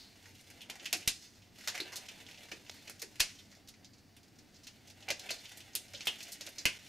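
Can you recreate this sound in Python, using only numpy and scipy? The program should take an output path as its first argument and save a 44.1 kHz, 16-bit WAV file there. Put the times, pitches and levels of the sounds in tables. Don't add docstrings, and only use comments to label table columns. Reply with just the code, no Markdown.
import sys
import numpy as np
from scipy import signal
from scipy.io import wavfile
from scipy.ndimage import uniform_filter1d

SR = 44100
rng = np.random.default_rng(int(sys.argv[2]) if len(sys.argv) > 2 else 0)


def linear_from_db(decibels):
    return 10 ** (np.asarray(decibels, float) / 20)


def waveform_to_disk(signal):
    frames = np.transpose(np.atleast_2d(signal))
    scaled = np.clip(frames, -1, 1) * 32767
    samples = np.round(scaled).astype(np.int16)
    wavfile.write(sys.argv[1], SR, samples)


N = 303740


def evened(x):
    return x / np.sqrt(np.mean(x ** 2) + 1e-20)


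def read_curve(points, hz):
    f, value = np.transpose(points)
    return np.interp(np.log(hz + 1), np.log(f + 1), value)


def add(mix, start_s, sound):
    part = mix[round(start_s * SR):][:len(sound)]
    part += sound[:len(part)]


def band(x, lo_hz, hi_hz):
    sos = signal.butter(3, [lo_hz, min(hi_hz, SR / 2.2)], "bandpass", fs=SR, output="sos")
    return signal.sosfilt(sos, x) / np.sqrt(2 * (hi_hz - lo_hz) / SR)


def ring(hz, width_hz):
    t = np.arange(3000) / SR
    x = t ** 2 * np.exp(-np.pi * width_hz * t) * np.sin(2 * np.pi * hz * t)
    return x / np.linalg.norm(x)


def fuzzy_tone(hz, width_hz):
    r = np.exp(-np.pi * width_hz / SR)
    noise = rng.standard_normal(N) + 1j * rng.standard_normal(N)
    slow = signal.lfilter([1 - r], [1, -r], noise)
    return evened((slow * np.exp(2j * np.pi * hz * np.arange(N) / SR)).real)


# freq_hz, density_db
FLOOR_SPECTRUM = [(24, -39), (40, -5.5), (108, -11), (234, 1.5), (286, -3), (494, -14), (573, -17.5),
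                  (853, -18), (991, -20.5), (1990, -16.5), (3350, -22.5), (4630, -16), (8630, -29),
                  (14200, -31), (15300, -30)]
# freq_hz, correlation
FLOOR_LIKENESS = [(60, 0.34), (180, 0.77), (550, 0.41), (1650, 0.91), (4970, 1), (15000, 0.91)]


def floor():
    frames, hz = N // 256 + 5, np.fft.rfftfreq(1024, 1 / SR)
    a, b, c, d, patches_db = rng.standard_normal((frames, 513, 5)).T
    patches_db = evened(uniform_filter1d(uniform_filter1d(patches_db, 12, 0), 14, 1))
    same = np.clip(read_curve(FLOOR_LIKENESS, hz), -1, 1)[:, None]
    left = a + 1j * b
    right = same * left + np.sqrt(1 - same ** 2) * (c + 1j * d)
    z = np.array([left, right]) * linear_from_db(read_curve(FLOOR_SPECTRUM, hz)[:, None] + patches_db)
    return linear_from_db(-64.5) * evened(signal.istft(z, nperseg=1024, noverlap=768)[1][:, :N])


# pitch_hz, width_hz, level_db
FRIDGE_TONES = [(95.6, 9, -69), (198, 25, -75), (288, 30, -75), (124, 12, -75)]


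def fridge():
    return sum(linear_from_db(level_db) * fuzzy_tone(hz, width_hz) for hz, width_hz, level_db in FRIDGE_TONES)


# start_s, pitch_hz, width_hz, level_db, t60_s
EARLIER_RUSTLE = [
    (0, 4380, 810, -53.5, 0.61),
    (2.71, 4330, 700, -59, 1),
]


def earlier_rustle():
    out, t = np.zeros(N), np.arange(N) / SR
    for start_s, hz, width_hz, level_db, t60_s in EARLIER_RUSTLE:
        add(out, start_s, linear_from_db(level_db - 60 * t / t60_s) * fuzzy_tone(hz, width_hz))
    return out


# time_s, left_height, right_height, length_ms
JOLTS_LR = [
    (1.077, -0.04, -0.011, 1.46),
    (3.207, 0.022, 0.0036, 3.6),
    (6.6581, -0.088, 0.05, 1.15),
]


def mic_jolts():
    out, t = np.zeros((2, N)), np.arange(N) / SR
    for time_s, left, right, length_ms in JOLTS_LR:
        out += np.outer([left, right], np.exp(-((t - time_s) / (length_ms / 1000)) ** 2))
    return signal.lfilter(*signal.butter(1, 7, "highpass", fs=SR), out)


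# freq_hz, t60_s
EARLY_DECAY = [(250, 0.15), (1000, 0.13), (2500, 0.089), (5000, 0.074), (9000, 0.1), (15000, 0.032)]
# freq_hz, level_db
LATE_STRENGTH = [(1200, -15.5), (2550, -11), (3600, -10.5), (5100, -4.5), (8000, -13), (13000, -14.5)]


def tail():
    taps = np.zeros((2, SR // 2))
    slots = np.arange(200, SR // 2 - 12, 12)
    at = slots + rng.integers(0, 12, (2, len(slots)))
    np.put_along_axis(taps, at, rng.choice([-1., 1.], at.shape), 1)
    taps[1] = 0.75 * taps[0] + 0.57 * taps[1]
    hz, t, z = signal.stft(taps, SR, nperseg=256)
    fall_db = -60 * t / read_curve(EARLY_DECAY, hz)[:, None]
    late = linear_from_db(read_curve(LATE_STRENGTH, hz)[:, None] + fall_db / 3.28)
    out = signal.istft(z * (linear_from_db(fall_db) + late), SR, nperseg=256)[1]
    return out / np.linalg.norm(out[0])


# delay_ms, left_db, right_db
WALL_ECHOES = [(1.4, -3, -3.5), (3.6, -12.5, -13), (4.9, -11.5, -12.5)]


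def kitchen(direct, spread, tails):
    n = len(spread)
    early = np.zeros((2, 300))
    for k, (delay_ms, left_db, right_db) in enumerate(WALL_ECHOES):
        early[:, round(delay_ms * SR / 1000)] += (-1) ** k * linear_from_db(np.array([left_db, right_db]))
    out = direct + linear_from_db(-4) * signal.oaconvolve(spread[None], early, axes=1)[:, :n]
    place = np.arange(n) / SR * 7.3 % 5
    for k, echo in enumerate(tails):
        away = np.minimum(abs(place - k), abs(place - k - 5))
        share = np.cos(np.pi / 2 * np.minimum(away, 1))
        out += linear_from_db(-2) * signal.fftconvolve((spread * share)[None], echo, axes=1)[:, :n]
    return linear_from_db(-4.5) * out


# start_s, level_db, pitch_hz, t60_s
FLESH_SLAPS = [(0.698, -41.5, 820, 0.015), (0.755, -52, 790, 0.048), (0.929, -37, 704, 0.04),
               (0.945, -41.5, 331, 0.044), (1.075, -41.5, 380, 0.0077), (1.675, -48, 667, 0.037),
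               (1.801, -38, 354, 0.039), (1.745, -47, 780, 0.041), (1.918, -57, 530, 0.056),
               (2.52, -41, 470, 0.0067), (2.696, -43, 830, 0.017), (2.874, -56, 570, 0.047),
               (2.897, -47, 557, 0.009), (3.026, -44, 400, 0.027), (3.201, -36.5, 645, 0.023),
               (5.082, -39.5, 795, 0.042), (5.103, -32, 563, 0.032), (5.288, -50, 570, 0.04),
               (5.305, -36, 605, 0.033), (5.749, -51.5, 350, 0.019), (5.939, -46.5, 562, 0.051),
               (6.07, -32, 810, 0.013), (6.16, -57, 312, 0.064), (6.407, -51, 534, 0.037),
               (6.458, -52, 343, 0.051), (6.475, -44.5, 534, 0.021), (6.579, -52, 304, 0.02),
               (6.654, -31, 528, 0.016)]


def slaps():
    out = np.zeros(N)
    thud, pat = ring(378, 380), ring(2225, 1900)
    body = linear_from_db(-5.5) * thud / thud.max() + linear_from_db(10.5) * pat / pat.max()
    for start_s, level_db, hz, t60_s in FLESH_SLAPS:
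        knock = ring(hz, 6 / max(t60_s, .01))
        add(out, start_s, linear_from_db(level_db - 0.5) * (knock / knock.max() + body))
    return out


# start_s, crack_db, pocket_db, pocket_hz, sizzle_db; pocket, sizzle re crack
TAUT_CRACKS = [(0.6994, -31, -11, 2820, -12.5), (0.756, -40, -13, 1940, -14),
               (0.9283, -15.5, -14, 2560, -11.5), (1.0761, -18, -12.5, 2720, -18.5),
               (1.0762, -10, -24.5, 3370, -14), (1.675, -19, -16, 1750, -19),
               (1.6828, -26.5, -10, 3370, -9), (1.7773, -31.5, -7.5, 2260, -15),
               (1.8027, -30, -3.5, 4060, -13), (2.6961, -29.5, -15, 3340, -23),
               (2.8967, -33.5, -17.5, 1800, -9), (3.2031, -11.5, -13, 2580, -11.5),
               (3.846, -39.5, -18, 3350, -24), (5.086, -30, -5, 2610, -17),
               (5.104, -19, -13.5, 2600, -16.5), (5.195, -33, -14, 3620, -15.5),
               (5.7525, -22.5, -13.5, 3080, -3), (5.9353, -34.5, -24, 2480, -21),
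               (6.0072, -31.5, -10.5, 2720, -31), (6.071, -22.5, -1.5, 3010, -9.5),
               (6.2055, -36, -9, 2730, -18), (6.4098, -28.5, -18, 2600, -18),
               (6.6545, -15.5, -4, 2600, -11.5)]
SKIN_PEELS = [(0.5011, -43, -11.5, 2300, -10.5), (0.616, -43.5, -3, 2960, -9), (0.844, -40, -13, 2740, -17),
              (0.8561, -30, -8, 2690, -16), (2.085, -35, -9.5, 2640, -18), (2.5154, -33, -9, 2400, -20),
              (2.8744, -39.5, -9, 2430, -18), (3.0177, -29, -20.5, 2060, -10),
              (3.197, -23.5, -13, 2530, -17), (3.685, -40.5, -18, 3100, -11),
              (4.6688, -35.5, -14.5, 2700, -16.5), (5.29, -34, -2.5, 2660, -20),
              (5.3053, -22.5, -8, 4300, -16.5), (5.454, -40, -9, 2920, -28), (5.5717, -42.5, -15, 3490, -4),
              (5.9468, -36, -6, 3260, -26), (6.0547, -35, -16, 2310, -11), (6.227, -33, -34, 3200, -13.5),
              (6.4638, -33.5, -17, 2900, -13.5), (6.583, -25.5, -28.5, 2190, -25)]
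FINGER_STRIPS = [(1.744, -36.5, -10, 2100, -16), (1.9202, -39.5, -10.5, 1700, -16),
                 (1.956, -29.5, -17, 3670, -12), (4.6328, -45, -20, 2710, -19), (1.015, -50, -6, 2800, -18),
                 (1.151, -48, -21, 3000, -18), (3.301, -52.5, -9, 2600, -14), (3.384, -51, -7.5, 3140, -18),
                 (5.38, -48, -7, 4400, -22), (6.7, -52, -2.5, 2480, -22), (6.318, -33.5, -36, 3300, -8)]
# start_s, crack_db, sizzle_db
FAINT_CREASES = [(0.239, -53, -25), (0.256, -45.5, -24), (0.3505, -54, -8), (0.5671, -64, -12),
                 (0.6068, -43, -21), (0.7965, -40, -31), (1.4207, -51.5, -39), (1.5583, -50, -11),
                 (1.6087, -44, -15), (1.638, -46, -25), (2.2647, -42.5, -23), (2.2866, -42.5, -18),
                 (2.3116, -43, -19), (2.3431, -45.5, -27), (2.3755, -44, -34), (2.486, -45, -28),
                 (2.6642, -47, -29), (2.6813, -52, -20), (2.7427, -48, -8), (3.1565, -44.5, -12),
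                 (3.526, -49, -22), (3.739, -50.5, -28), (4.166, -49, -7.5), (5.025, -44.5, -31),
                 (5.4927, -44, -11), (5.5117, -47, -26), (5.6038, -41.5, -12), (6.2674, -44, -22),
                 (6.489, -55, 7), (6.794, -58, -27)]
# start_s, crack_db, sizzle_db
FAINT_TICKS = [(0.4083, -51, -7), (0.9674, -49, 2), (2.0594, -43.5, -17), (2.18, -52, -20),
               (2.9946, -39.5, -14), (3.514, -45.5, -20), (3.549, -46.5, -20), (3.674, -45, -19),
               (3.934, -48, -25), (3.9815, -52, -19), (4.2308, -50, -16), (4.2794, -56, -15),
               (4.356, -56, -22), (4.386, -46.5, -19), (4.5431, -48.5, -26), (4.559, -47, -25),
               (4.873, -43, -17), (4.8992, -41, -16), (5.004, -48, -18), (5.2144, -43, -27),
               (5.3394, -45, -8), (5.7317, -44, -35), (5.88, -47, -24), (5.9744, -42, -24),
               (6.1844, -43, -18)]


def releases():
    out = []
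    for table, length_ms in [(TAUT_CRACKS, 3.1), (SKIN_PEELS, 6), (FINGER_STRIPS, 14)]:
        out += [(*row, length_ms) for row in table]
    for table, pocket_db, length_ms in [(FAINT_CREASES, -9.5, 4.1), (FAINT_TICKS, -21.5, 6)]:
        for start_s, crack_db, sizzle_db in table:
            pocket_hz = 2600 + 500 * rng.uniform(-1.4, 1)
            out.append((start_s, crack_db, pocket_db, pocket_hz, sizzle_db, length_ms))
    return out


# low_hz, high_hz, level_db
GLOVE_PARTS = [
    (3890, 6930, -1.5),
    (1634, 3550, 1),
    (7750, 14000, 4),
    (305, 857, -1),
]
# time_s, pull_db, slack_db; slack film sounds hollow, not crisp
FINGER_PULL = [(0.0, -75.5, 4.5), (0.4, -60, -4.5), (0.7, -74, 8), (0.9, -58.5, 4), (1.3, -69, -4.5),
               (1.5, -77.5, 4.5), (1.63, -51.5, -5), (1.76, -58.5, 12.5), (2.04, -61, 4), (3.4, -67.5, -3),
               (3.5, -79, 3.5), (4.1, -87.5, 5.5), (4.6, -75, 0), (5.2, -63.5, 8.5), (5.43, -57, -1),
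               (5.8, -69.5, 4), (6.0, -56, 1), (6.89, -59, -2.7)]
# rest_db, pull_share, slack_share, settle_db
PART_ANSWER = [
    (-62.5, 0.8, 0.009, -37.5),
    (-63, 0.82, 0.74, -31),
    (-73, 0.82, 0.12, -41),
    (-68, 0.42, 0.93, -51),
]


def effort():
    rest_pull_db, settle_s = -62, 0.059
    time_s, pull_db, slack_db = np.transpose(FINGER_PULL)
    t, kicks = np.arange(N) / SR, np.zeros((4, N))
    pull_db = np.interp(t, time_s, pull_db) - rest_pull_db
    slack_db = np.interp(t, time_s, slack_db)
    for start_s, crack_db, pocket_db, _, sizzle_db in TAUT_CRACKS + SKIN_PEELS + FINGER_STRIPS:
        part_db = crack_db + np.array([0, pocket_db, sizzle_db, pocket_db])
        kicks[:, round(start_s * SR)] += linear_from_db(2 * part_db)
    creep = signal.lfilter([1], [1, -np.exp(-1 / (settle_s * SR))], kicks)
    force = []
    for (rest_db, pull_share, slack_share, settle_db), after in zip(PART_ANSWER, creep):
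        pull_power = linear_from_db(2 * (rest_db + pull_share * pull_db + slack_share * slack_db))
        force.append(np.sqrt(pull_power + linear_from_db(2 * settle_db) * after))
    return np.array(force)


def drag():
    clumps = evened(uniform_filter1d(uniform_filter1d(rng.standard_normal(N), 400), 400))
    size_db = 3.8 * np.minimum(rng.exponential(1, N), 4)
    slips = (rng.random(N) < .15) * rng.choice([-1., 1.], N) * linear_from_db(size_db)
    force = effort() * evened(slips * linear_from_db(3.2 * clumps))
    return sum(linear_from_db(db) * band(f, lo_hz, hi_hz) for f, (lo_hz, hi_hz, db) in zip(force, GLOVE_PARTS))


def snaps():
    film, sizzle, pocket = np.zeros((3, 2, N))
    t = np.arange(2000) / SR
    for start_s, crack_db, pocket_db, pocket_hz, sizzle_db, length_ms in releases():
        chance, size = rng.random(2000), rng.standard_normal(2000)
        u = t / (length_ms / 1000)
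        slips = (chance < .2) * size * (1 - np.exp(-7 * u)) * np.exp(-u)
        slips[0] = 6 / length_ms
        slips *= linear_from_db(crack_db + 14) / np.linalg.norm(slips[:200])
        lump = np.zeros(2000)
        lump[round(min(length_ms, 20) * SR / 2000)] = np.linalg.norm(slips)
        air = ring(pocket_hz, 1068 - 75 * pocket_db)[:300]
        for k, push in enumerate([slips, lump]):
            add(film[k], start_s, linear_from_db(-1.5) * push)
            add(sizzle[k], start_s, linear_from_db(sizzle_db + 6.5) * push)
            add(pocket[k], start_s, linear_from_db(pocket_db + 11) * signal.fftconvolve(push, air))
    return band(film, *GLOVE_PARTS[0][:2]) + band(sizzle, *GLOVE_PARTS[2][:2]) + pocket


def gloves():
    return slaps() + drag() + snaps()


LEVEL_DIPS_S = [2.7055, 6.785]


def scene():
    background = floor() + fridge() + earlier_rustle() + mic_jolts()
    hands, tails = gloves(), [tail() for k in range(5)]
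    change = round(LEVEL_DIPS_S[0] * SR)
    room = np.hstack([kitchen(*hands[:, :change], tails), kitchen(*hands[:, change:], tails)])
    return room * linear_from_db(np.array([[-.6], [.6]])) + background


def band_limit(x):
    return signal.sosfilt(signal.butter(12, 16620, fs=SR, output="sos"), x)


def record(dry):
    t = np.arange(N) / SR
    dips = [np.clip(abs(t - time_s) / .004, .08, 1) for time_s in LEVEL_DIPS_S]
    faded = dry * np.prod(dips, axis=0)
    dull = signal.firwin(255, 15700, window=("kaiser", 3), fs=SR)
    mix = signal.oaconvolve(faded, dull[None], "same", axes=1)
    return band_limit(mix)


dry = scene()
out = record(dry)
waveform_to_disk(out)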